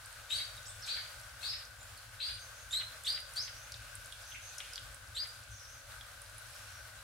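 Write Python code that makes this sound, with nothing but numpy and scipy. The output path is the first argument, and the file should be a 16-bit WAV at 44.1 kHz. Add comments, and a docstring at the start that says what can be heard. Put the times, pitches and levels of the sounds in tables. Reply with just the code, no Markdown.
"""A finch gives eight sharp upswept chirps, echoed by the trees of a park.
One side of its syrinx whistles a fluttering arch; the other adds a hoarse lower voice.
Far thin notes sound, plus two short watery plips. A bird bathes in a shallow stone basin:
flicked water splats, ticks, sloshes and patters. Behind: steady hush, low rumble, a far whir."""
import sys
import numpy as np
from scipy import signal
from scipy.fft import rfft, irfft
from scipy.io import wavfile

SR = 44100
rng = np.random.default_rng(int(sys.argv[2]) if len(sys.argv) > 2 else 0)


def file_out(sig):
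    """Save sig as 16-bit WAV at sys.argv[1]."""
    # one column per channel
    cols = np.atleast_2d(sig).T
    # limit, then scale
    lim = np.clip(cols, -1, 1)
    pcm = np.round(lim * 32767).astype(np.int16)
    wavfile.write(sys.argv[1], SR, pcm)


N = 310023

# Finch chirps: t/s, length/s, first f/Hz, top f/Hz, opening age/s, step age/s, step share of climb,
# peak age/s, hold/s, peak/dB, sag/(dB/s), opening sweep/dB, second voice/dB, overtones/dB,
# overtone length/s, hiss/dB, scrape/dB, echo/dB, L-R/dB. Levels in all tables are relative.
CHIRPS = [ (.291, 0.12, 3630, 4590, .013, 0.051, 0.7, 0.039, .003, -33.5, 240, -49, -46, -51.5, 0.12, -50.5, -43, 0.5, 5),
          (0.857, .12, 3596, 4725, .02, .036, 0.296, 0.031, 0.0099, -38, 220, -45, -46, -56, 0.039, -49.5, -43, 3.5, 4),
          (1.407, .135, 3757, 5235, 0.023, 0.072, 0.31, 0.042, .012, -40, 150, -49, -46.5, -60, 0.086, -54.5, -47, 3, 6.5),
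          (2.188, 0.11, 3670, 4834, .014, 0.036, 0.22, 0.033, 0.0054, -37.8, 240, -50, -48, -63, 0.15, -64, -45.5, 3, 6),
          (2.705, .12, 3520, 4175, 0.023, .063, 0.33, 0.052, 0.027, -31, 428, -58, -49, -44.5, 0.098, -52, -44, -10, 0),
          (3.043, .14, 3344, 4830, .02, 0.0288, 0.17, 0.049, 0.01, -30, 228, -56, -36, -48.5, 0.081, -50, -48, -8.5, 0),
          (3.354, 0.13, 4050, 6240, .009, 0.064, 0.41, 0.017, 0.036, -35.5, 330, -61, -44.5, -53, .041, -47.5, -45, -7.5, 0.5),
          (5.145, .12, 3480, 4846, 0.02, 0.038, 0.22, 0.039, .028, -34, 380, -60, -43.5, -51, 0.058, -56, -55, -11.5, .5),
          ]
# Far thin notes, plus two watery plips (4.314 s falling, 4.342 s rising):
# t/s, length/s, first f/Hz, last f/Hz, level/dB, rms warble depth/Hz
NOTES_AND_PLIPS = [ (0.653, 0.018, 4720, 8100, -44.5, 270), (0.659, 0.053, 7800, 8620, -45, 250),
                   (0.569, 0.022, 3810, 3760, -49.5, 50), (0.692, 0.022, 3450, 3600, -52, 46),
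                   (0.816, 0.044, 5230, 4340, -42.5, 450), (1.783, 0.045, 7180, 7130, -51, 1),
                   (1.967, 0.025, 4760, 4200, -51, 220), (2.304, 0.046, 8770, 8800, -47.5, 2),
                   (2.378, 0.089, 6300, 6120, -53.5, 180), (2.526, 0.12, 6040, 6800, -56.5, 340),
                   (3.354, 0.66, 2493, 2500, -61.5, 244), (3.516, 0.15, 5700, 6530, -56, 240),
                   (4.243, .12, 6220, 6070, -52, 190), (4.314, 0.015, 3860, 2840, -44.5, 350),
                   (4.342, 0.025, 1910, 2700, -43, 290), (4.406, 0.106, 6160, 6400, -50, 194),
                   (5.483, 0.2, 6380, 5510, -54, 350), (5.654, 0.15, 6080, 6370, -56, 240),
                   (6.38, .025, 4010, 3920, -58, 66), (6.478, 0.41, 5360, 5800, -62.5, 76),
                   (6.68, .03, 4250, 4170, -58, 50), (6.972, .025, 3900, 3970, -55, 2), ]
# Direct path of notes and plips: f/Hz, level/dB
DIRECT_PATH = [(4600, 0), (7000, -2)]
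# Water splats: t/s, level/dB, ring f/Hz, rise/s, bounce/dB, L-R/dB, spray/dB
SPLATS = [(3.7202, -36, 4580, 0.00026, -2.5, -2, -37.5), (3.741, -38, 3500, 0.00043, -4, 3, -56),
          (4.123, -42, 3200, 0.00054, 0, -9, -38), (4.582, -39.5, 5730, 0.00074, -3, 6, -32),
          (4.603, -33.5, 3000, 0.00024, -3, 8, -44), (4.734, -43.5, 5000, .0008, -9, -12, -37),
          (4.7572, -33, 4700, 0.00046, -11, -1, -39), (4.7786, -33.5, 3030, 0.00038, -13, 4, -50),
          (6.009, -45.5, 3200, 0.00086, 0, -3, -58)]
# Spray flecks hitting the surface: t/s, level/dB
SPRAY_TICKS = [(.059, -41), (.1266, -39.5), (.568, -42), (1.2125, -41), (1.8302, -43), (1.9757, -40),
               (3.0366, -36), (3.1263, -36), (3.203, -36.5), (3.3363, -38), (3.9535, -33), (4.059, -38.5),
               (4.945, -38.5), (5.2727, -37.5), (6.218, -36), (6.3817, -36)]
# Stirring of the water: t/s, level/dB
STIR = [(0, -57.5), (1.1, -55), (1.7, -64), (2.6, -57), (3.5, -57.5), (4.7, -52), (5.05, -61), (5.35, -55),
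        (5.9, -61.5), (6.35, -57.5), (6.68, -54), (6.85, -59)]
# Rumble spectrum: f/Hz, level/dB
RUMBLE_SPECTRUM = [(20, -28), (48, 4.5), (60, 2.5), (76, -2), (107, 4), (123, -3.5), (156, -20.5),
                   (177, -25.5), (242, -17.5), (376, -30), (600, -41)]
# Open-air hush spectrum: f/Hz, level/dB
HUSH_SPECTRUM = [(220, -57), (380, -33.5), (480, -7.5), (597, -5.5), (984, -7), (1260, 0.5), (1370, -2.5),
                 (1480, 0), (2180, -6), (3170, -7.5), (3590, -7.5), (4330, -7.5), (6390, -10.5), (9440, -9),
                 (15800, -18)]
# Far whir bands: f/Hz, width/Hz, level/dB
WHIR_BANDS = [(1515, 190, -59.5), (1290, 1200, -86), (589, 125, -72)]
# Slow swell of the air: t/s, level/dB
BREEZE = [(0, 1), (1, 3), (2, 0), (3.6, 2), (5.6, -0.56), (6.65, 2.5), (7, 1)]
# Likeness of the air in both ears: f/Hz, correlation
AIR_COHERENCE = [(60, .96), (130, .95), (290, .84), (640, .78), (1410, .6), (3100, .25), (6820, .03)]
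# Balance of the air: f/Hz, L-R/dB
AIR_BALANCE = [(100, 2.5), (700, -1), (1350, 4), (2380, 0.5), (4400, -1), (15000, -0.5)]
# Decay among the trees: f/Hz, T60/s
TREE_DECAY = [(1500, 0.32), (4500, 0.45), (9000, 0.29)]
# Trunk echoes: delay/s, gain
TRUNK_ECHOES = [(.09, .28), (.185, 0.057)]


def finch(direct_db=-1.5):
    """Chirps arrive directly, off nearby leaves and through the trees."""
    direct, scattered = np.zeros((2, 2, N))
    for t_s, *shape, echo_db, pan_db in CHIRPS:
        sound = chirp(*shape)
        add(direct, t_s, sound * gain_of(direct_db), pan_db)
        add(scattered, t_s, sound * gain_of(echo_db))
    return direct + .75 * near_echo(direct) + tree_echo(scattered)


def chirp(length_s, first_hz, top_hz, open_s, step_s, step_share, peak_s, hold_s, peak_db, sag_db_per_s,
          sweep_db, low_db, overtone_db, overtone_s, hiss_db, scrape_db):
    """One side of the syrinx whistles up an arch, steps, then collapses; the other joins hoarsely."""
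    glide_s, step_width_s, drop_s, scrape_rise_s = .08, .0081, .042, .0094
    muted_db, swell_db, step_dip_db, flutter_db = -11.5, 3, 3.5, 2.6
    age_s = np.arange(0, length_s, 1 / SR)
    left_s, size = length_s - age_s, len(age_s)

    glide = np.sin(np.pi / 2 * np.minimum(age_s / glide_s, 1))
    step = np.tanh((age_s - step_s) / step_width_s)
    climb = (1 - step_share) * glide + step_share * (1 + step) / 2
    drop = np.maximum(1 - left_s / drop_s, 0) ** 3
    hz = (first_hz + (top_hz - first_hz) * climb) * (1 - .62 * drop)
    flutter = np.clip(band(size, 0, 420), -2, 1.4)  # shakes pitch and level together
    phase = phase_of(hz * (1 + .006 * flutter))

    opening_db = np.interp(age_s - open_s, [-.002, .002], [muted_db, 0])
    rise_db = np.interp(age_s - peak_s, [-.0086, 0], [-swell_db, 0])
    sag_db = sag_db_per_s * np.maximum(age_s - peak_s - hold_s, 0)
    dip_db = step_dip_db * (1.5 - step ** 2)
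    envelope = gain_of(peak_db + opening_db + rise_db - sag_db - dip_db)
    envelope *= unit_rms(gain_of(flutter_db * flutter))
    scrape = gain_of(scrape_db) * np.exp(-left_s / scrape_rise_s)
    onset_rough = np.interp(age_s, [open_s, peak_s], [.36, .059])
    end_rough = np.interp(left_s, [.015, .04], [.95, 0])
    whistle = np.hypot(envelope, scrape) * rough_tone(phase, np.maximum(onset_rough, end_rough))

    # Overtones and a faint broadband hiss sound with each chirp.
    early = np.interp(age_s / overtone_s, [0, .15, .65, 1], [0, 1, .8, 0])
    second = rough_tone(2 * phase, rough=.48, width_hz=1200)
    third = rough_tone(3 * phase, rough=.48, width_hz=1100)
    overtones = gain_of(overtone_db) * (second + gain_of(-10) * third)
    hiss = gain_of(hiss_db) * band(size, 6800, 7200)

    low = second_voice(hz, age_s - open_s, sweep_db, low_db)
    hoarse_gain = gain_of(peak_db - 27.5) * np.clip(age_s / open_s, 0, 1) ** 2 + gain_of(-5.5) * scrape
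    hoarse = hoarse_gain * band(size, 1950, 975)
    return (whistle + low + hoarse + early * (overtones + hiss)) * signal.windows.tukey(size, .05)


def second_voice(whistle_hz, since_open_s, sweep_db, low_db):
    """The other side of the syrinx sweeps up as the throat opens and lingers under the whistle."""
    hz = whistle_hz * .85 * np.interp(since_open_s, [-.004, .004, .03], [.55, .97, 1.03])
    level_db = np.interp(since_open_s, [-.008, -.001, .007, .025, .035, .07, .09],
                         [-75, sweep_db, low_db, low_db, low_db - 5, low_db - 9, -70])
    return gain_of(level_db) * rough_tone(phase_of(hz), rough=.85, width_hz=900)


def rough_tone(phase, rough, width_hz=1500):
    """Tone of rms 1; rough (0-1) trades the pure line for noise around it."""
    rough, size = np.clip(rough, 0, 1), len(phase)
    noise = band(size, 0, width_hz) * np.cos(phase) + band(size, 0, width_hz) * np.sin(phase)
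    return np.sqrt(2 * (1 - rough ** 2)) * np.sin(phase) + rough * noise


def notes_and_plips(warble_width_hz=300, trim_db=-4):
    """Far thin notes and two watery plips: unevenly warbling glides, half lost in the trees."""
    glides, direct = np.zeros((2, 2, N))
    for t_s, length_s, first_hz, last_hz, db, depth_hz in NOTES_AND_PLIPS:
        size = round(length_s * SR)
        hz = np.linspace(first_hz, last_hz, size) + depth_hz * band(size, 0, warble_width_hz)
        glide = gain_of(db) * np.sin(phase_of(hz)) * signal.windows.tukey(size, .4)
        add(glides, t_s, glide)
        add(direct, t_s, glide * gain_of(read_log(DIRECT_PATH, last_hz)))
    return gain_of(trim_db) * (direct + .8 * near_echo(glides) + .9 * tree_echo(glides))


def flicked_water(near_db=-6, trees_db=-10):
    """Splats and spray, reflected by basin and trees."""
    direct = splats() + spray()
    return direct + gain_of(near_db) * near_echo(direct) + gain_of(trees_db) * tree_echo(direct)


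def splats(trim_db=3, fall_s=.00044):
    """Each splat rings a few cycles, falling in pitch, and bounces off the basin wall."""
    out, age_s = np.zeros((2, N)), np.arange(1024) / SR
    fall = 1 + .25 * np.exp(-age_s / fall_s)
    for t_s, db, hz, rise_s, bounce_db, pan_db, _ in SPLATS:
        envelope = age_s / rise_s * np.exp(1 - age_s / rise_s)
        jitter = 1 + .13 * band(len(age_s), 0, 2400)
        splat = gain_of(db + trim_db) * envelope * np.sin(phase_of(hz * fall * jitter))
        add(out, t_s + .00055, splat, pan_db)
        add(out, t_s + .003, gain_of(bounce_db) * splat)
    return out


def spray(trim_db=-9, rise_s=.00044, decay_s=.0018, crack_db=-10):
    """Spray ticks on the surface, alone and with each splat."""
    out, age_s = np.zeros((2, N)), np.arange(1024) / SR
    envelope = 2 * (1 - np.exp(-age_s / rise_s)) * np.exp(-age_s / decay_s)
    for t_s, db in SPRAY_TICKS + [(row[0], row[-1]) for row in SPLATS]:
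        fizz = band(len(age_s), 9300, 2600)
        crack = gain_of(crack_db) * band(len(age_s), 10000, 9000)
        add(out, t_s, gain_of(db + trim_db) * envelope * (fizz + crack), pan_db=-4)
    return out


def slosh(t_s=4.605, length_s=.16, level_db=-53, hz=2700):
    """Water sloshes softly after a flick."""
    out, size = np.zeros((2, N)), round(length_s * SR)
    fade = np.sqrt(np.linspace(1, 0, size))
    add(out, t_s, gain_of(level_db) * fade * band(size, hz, hz / 2))
    return out


def patter(per_pitch_per_s=60, trim_db=-3, tilt_db_per_octave=4):
    """Tiny drops fall back into the basin, each ringing a few cycles; the finest peak highest."""
    drops, age_s = np.zeros((2, N)), np.arange(256) / SR
    for hz in np.geomspace(2300, 11000, num=28):
        cycles = age_s * hz
        drop = cycles * np.exp(-cycles / 1.4) * np.sin(2 * np.pi * cycles)
        drop *= gain_of(tilt_db_per_octave * np.log2(hz / 2000))
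        hits = rng.random(N) < per_pitch_per_s / SR
        hit_db = 3 * np.minimum(rng.exponential(1, N), 4)
        add(drops, 0, signal.oaconvolve(hits * gain_of(hit_db), drop)[:N], rng.uniform(-6, 4.4))
    stir_db = np.interp(np.arange(N) / SR, *np.transpose(STIR))
    return unit_rms(drops + 1.4 * tree_echo(drops)) * gain_of(stir_db + trim_db)


def droplets(per_s=12, base_db=-50, lowest_hz=4000, highest_hz=13000):
    """Single fine droplets tick above the patter."""
    out, age_s = np.zeros((2, N)), np.arange(256) / SR
    for when, pitch, strength, side in rng.random((round(per_s * N / SR), 4)):
        cycles = age_s * lowest_hz * (highest_hz / lowest_hz) ** pitch
        tick = cycles * np.exp(1 - cycles) * np.sin(2 * np.pi * cycles)
        add(out, when * N / SR, gain_of(base_db + 10 * strength) * tick, pan_db=10 * (side - .7))
    return out + .5 * near_echo(out)


def park():
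    """Low rumble under a hush and whir that swell with the breeze."""
    whir = far_whir()
    breeze = gain_of(np.interp(np.arange(N) / SR, *np.transpose(BREEZE)))
    hush = air(HUSH_SPECTRUM, level_db=-55, swell_db=1.2)
    rumble = air(RUMBLE_SPECTRUM, level_db=-59, swell_db=1.9)
    return rumble + breeze * (hush + whir)


def far_whir():
    """Wavering noise bands, far off on the left."""
    out = np.zeros((2, N))
    for hz, width_hz, db in WHIR_BANDS:
        shared = band(N, hz, width_hz)
        waver_db = 1.8 * band(N, 0, 14)
        right = .3 * shared + .27 * band(N, hz, width_hz)
        out += gain_of(db + waver_db) * np.array([1.36 * shared, right])
    return out


def air(spectrum, level_db, swell_db):
    """Unevenly swelling noise, most alike between the ears in the bass."""
    hz = np.fft.rfftfreq(N, 1 / SR)
    left, other = rfft(rng.standard_normal((2, N)))
    coherence = np.clip(read_log(AIR_COHERENCE, hz), -1, 1)
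    right = coherence * left + np.sqrt(1 - coherence ** 2) * other
    lean = gain_of(read_log(AIR_BALANCE, hz) / 2)
    shaped = np.array([left * lean, right / lean]) * gain_of(read_log(spectrum, hz))
    return gain_of(level_db + swell_db * band(N, 0, 13)) * unit_rms(irfft(shaped, N))


def near_echo(x):
    """Short burst of reflections off nearby leaves, ground and basin."""
    return signal.fftconvolve(x, scatter([(2000, .13), (9000, .09)], rise_s=.002), axes=1)[:, :N]


def tree_echo(x):
    """Dense tail from the trees, late echoes from single trunks."""
    tail = scatter(TREE_DECAY, rise_s=.012)
    for delay_s, gain in TRUNK_ECHOES:
        tail[:, round(delay_s * SR)] += gain
    return signal.fftconvolve(x, tail, axes=1)[:, :N]


def scatter(t60_points, rise_s, taps_per_s=4000):
    """Sparse reflections swell, then decay per band (f/Hz, T60/s); energy 1 per ear."""
    size = SR * 3 // 4
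    taps = rng.choice([-1., 1.], (2, size)) * (rng.random((2, size)) < taps_per_s / SR)
    hz, t_s, frames = signal.stft(taps, SR, nperseg=256)
    decay = gain_of(-60 * t_s / read_log(t60_points, hz)[:, None])
    tail = signal.istft(frames * decay * (1 - np.exp(-t_s / rise_s)), SR, nperseg=256)[1]
    return tail / np.linalg.norm(tail, axis=1, keepdims=True)


def band(size, hz, width_hz):
    """Noise of rms 1 in a bell-shaped band."""
    bins_hz = np.fft.rfftfreq(size, 1 / SR)
    bell = np.exp(-2 * ((bins_hz - hz) / width_hz) ** 2) + 1e-9
    return unit_rms(irfft(rfft(rng.standard_normal(size)) * bell, size))


def add(mix, t_s, sound, pan_db=0):
    """Add a sound to both channels at t_s; positive pan is left."""
    part = mix[:, max(round(t_s * SR), 0):][:, :len(sound)]
    part += gain_of([[pan_db / 2], [-pan_db / 2]]) * sound[:part.shape[1]]


def read_log(points, hz):
    """Interpolate over log frequency."""
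    points_hz, values = np.transpose(points)
    return np.interp(np.log(hz + 1), np.log(points_hz + 1), values)


def phase_of(hz):
    """Running phase/rad of a pitch curve."""
    return 2 * np.pi * np.cumsum(hz) / SR


def gain_of(db):
    """dB to gain."""
    return 10 ** (np.asarray(db) / 20)


def unit_rms(x):
    """Scale to rms 1."""
    return x / np.sqrt(np.mean(x ** 2) + 1e-20)


def scene():
    """Birds, water, park."""
    return finch() + notes_and_plips() + flicked_water() + slosh() + patter() + droplets() + park()


def record(dry):
    """Steep low-pass."""
    edge_hz = 15850
    lowpass = signal.firwin(511, edge_hz, window=("kaiser", 9), fs=SR)
    return signal.oaconvolve(dry, lowpass[None], "same")


dry = scene()
out = record(dry)
file_out(out)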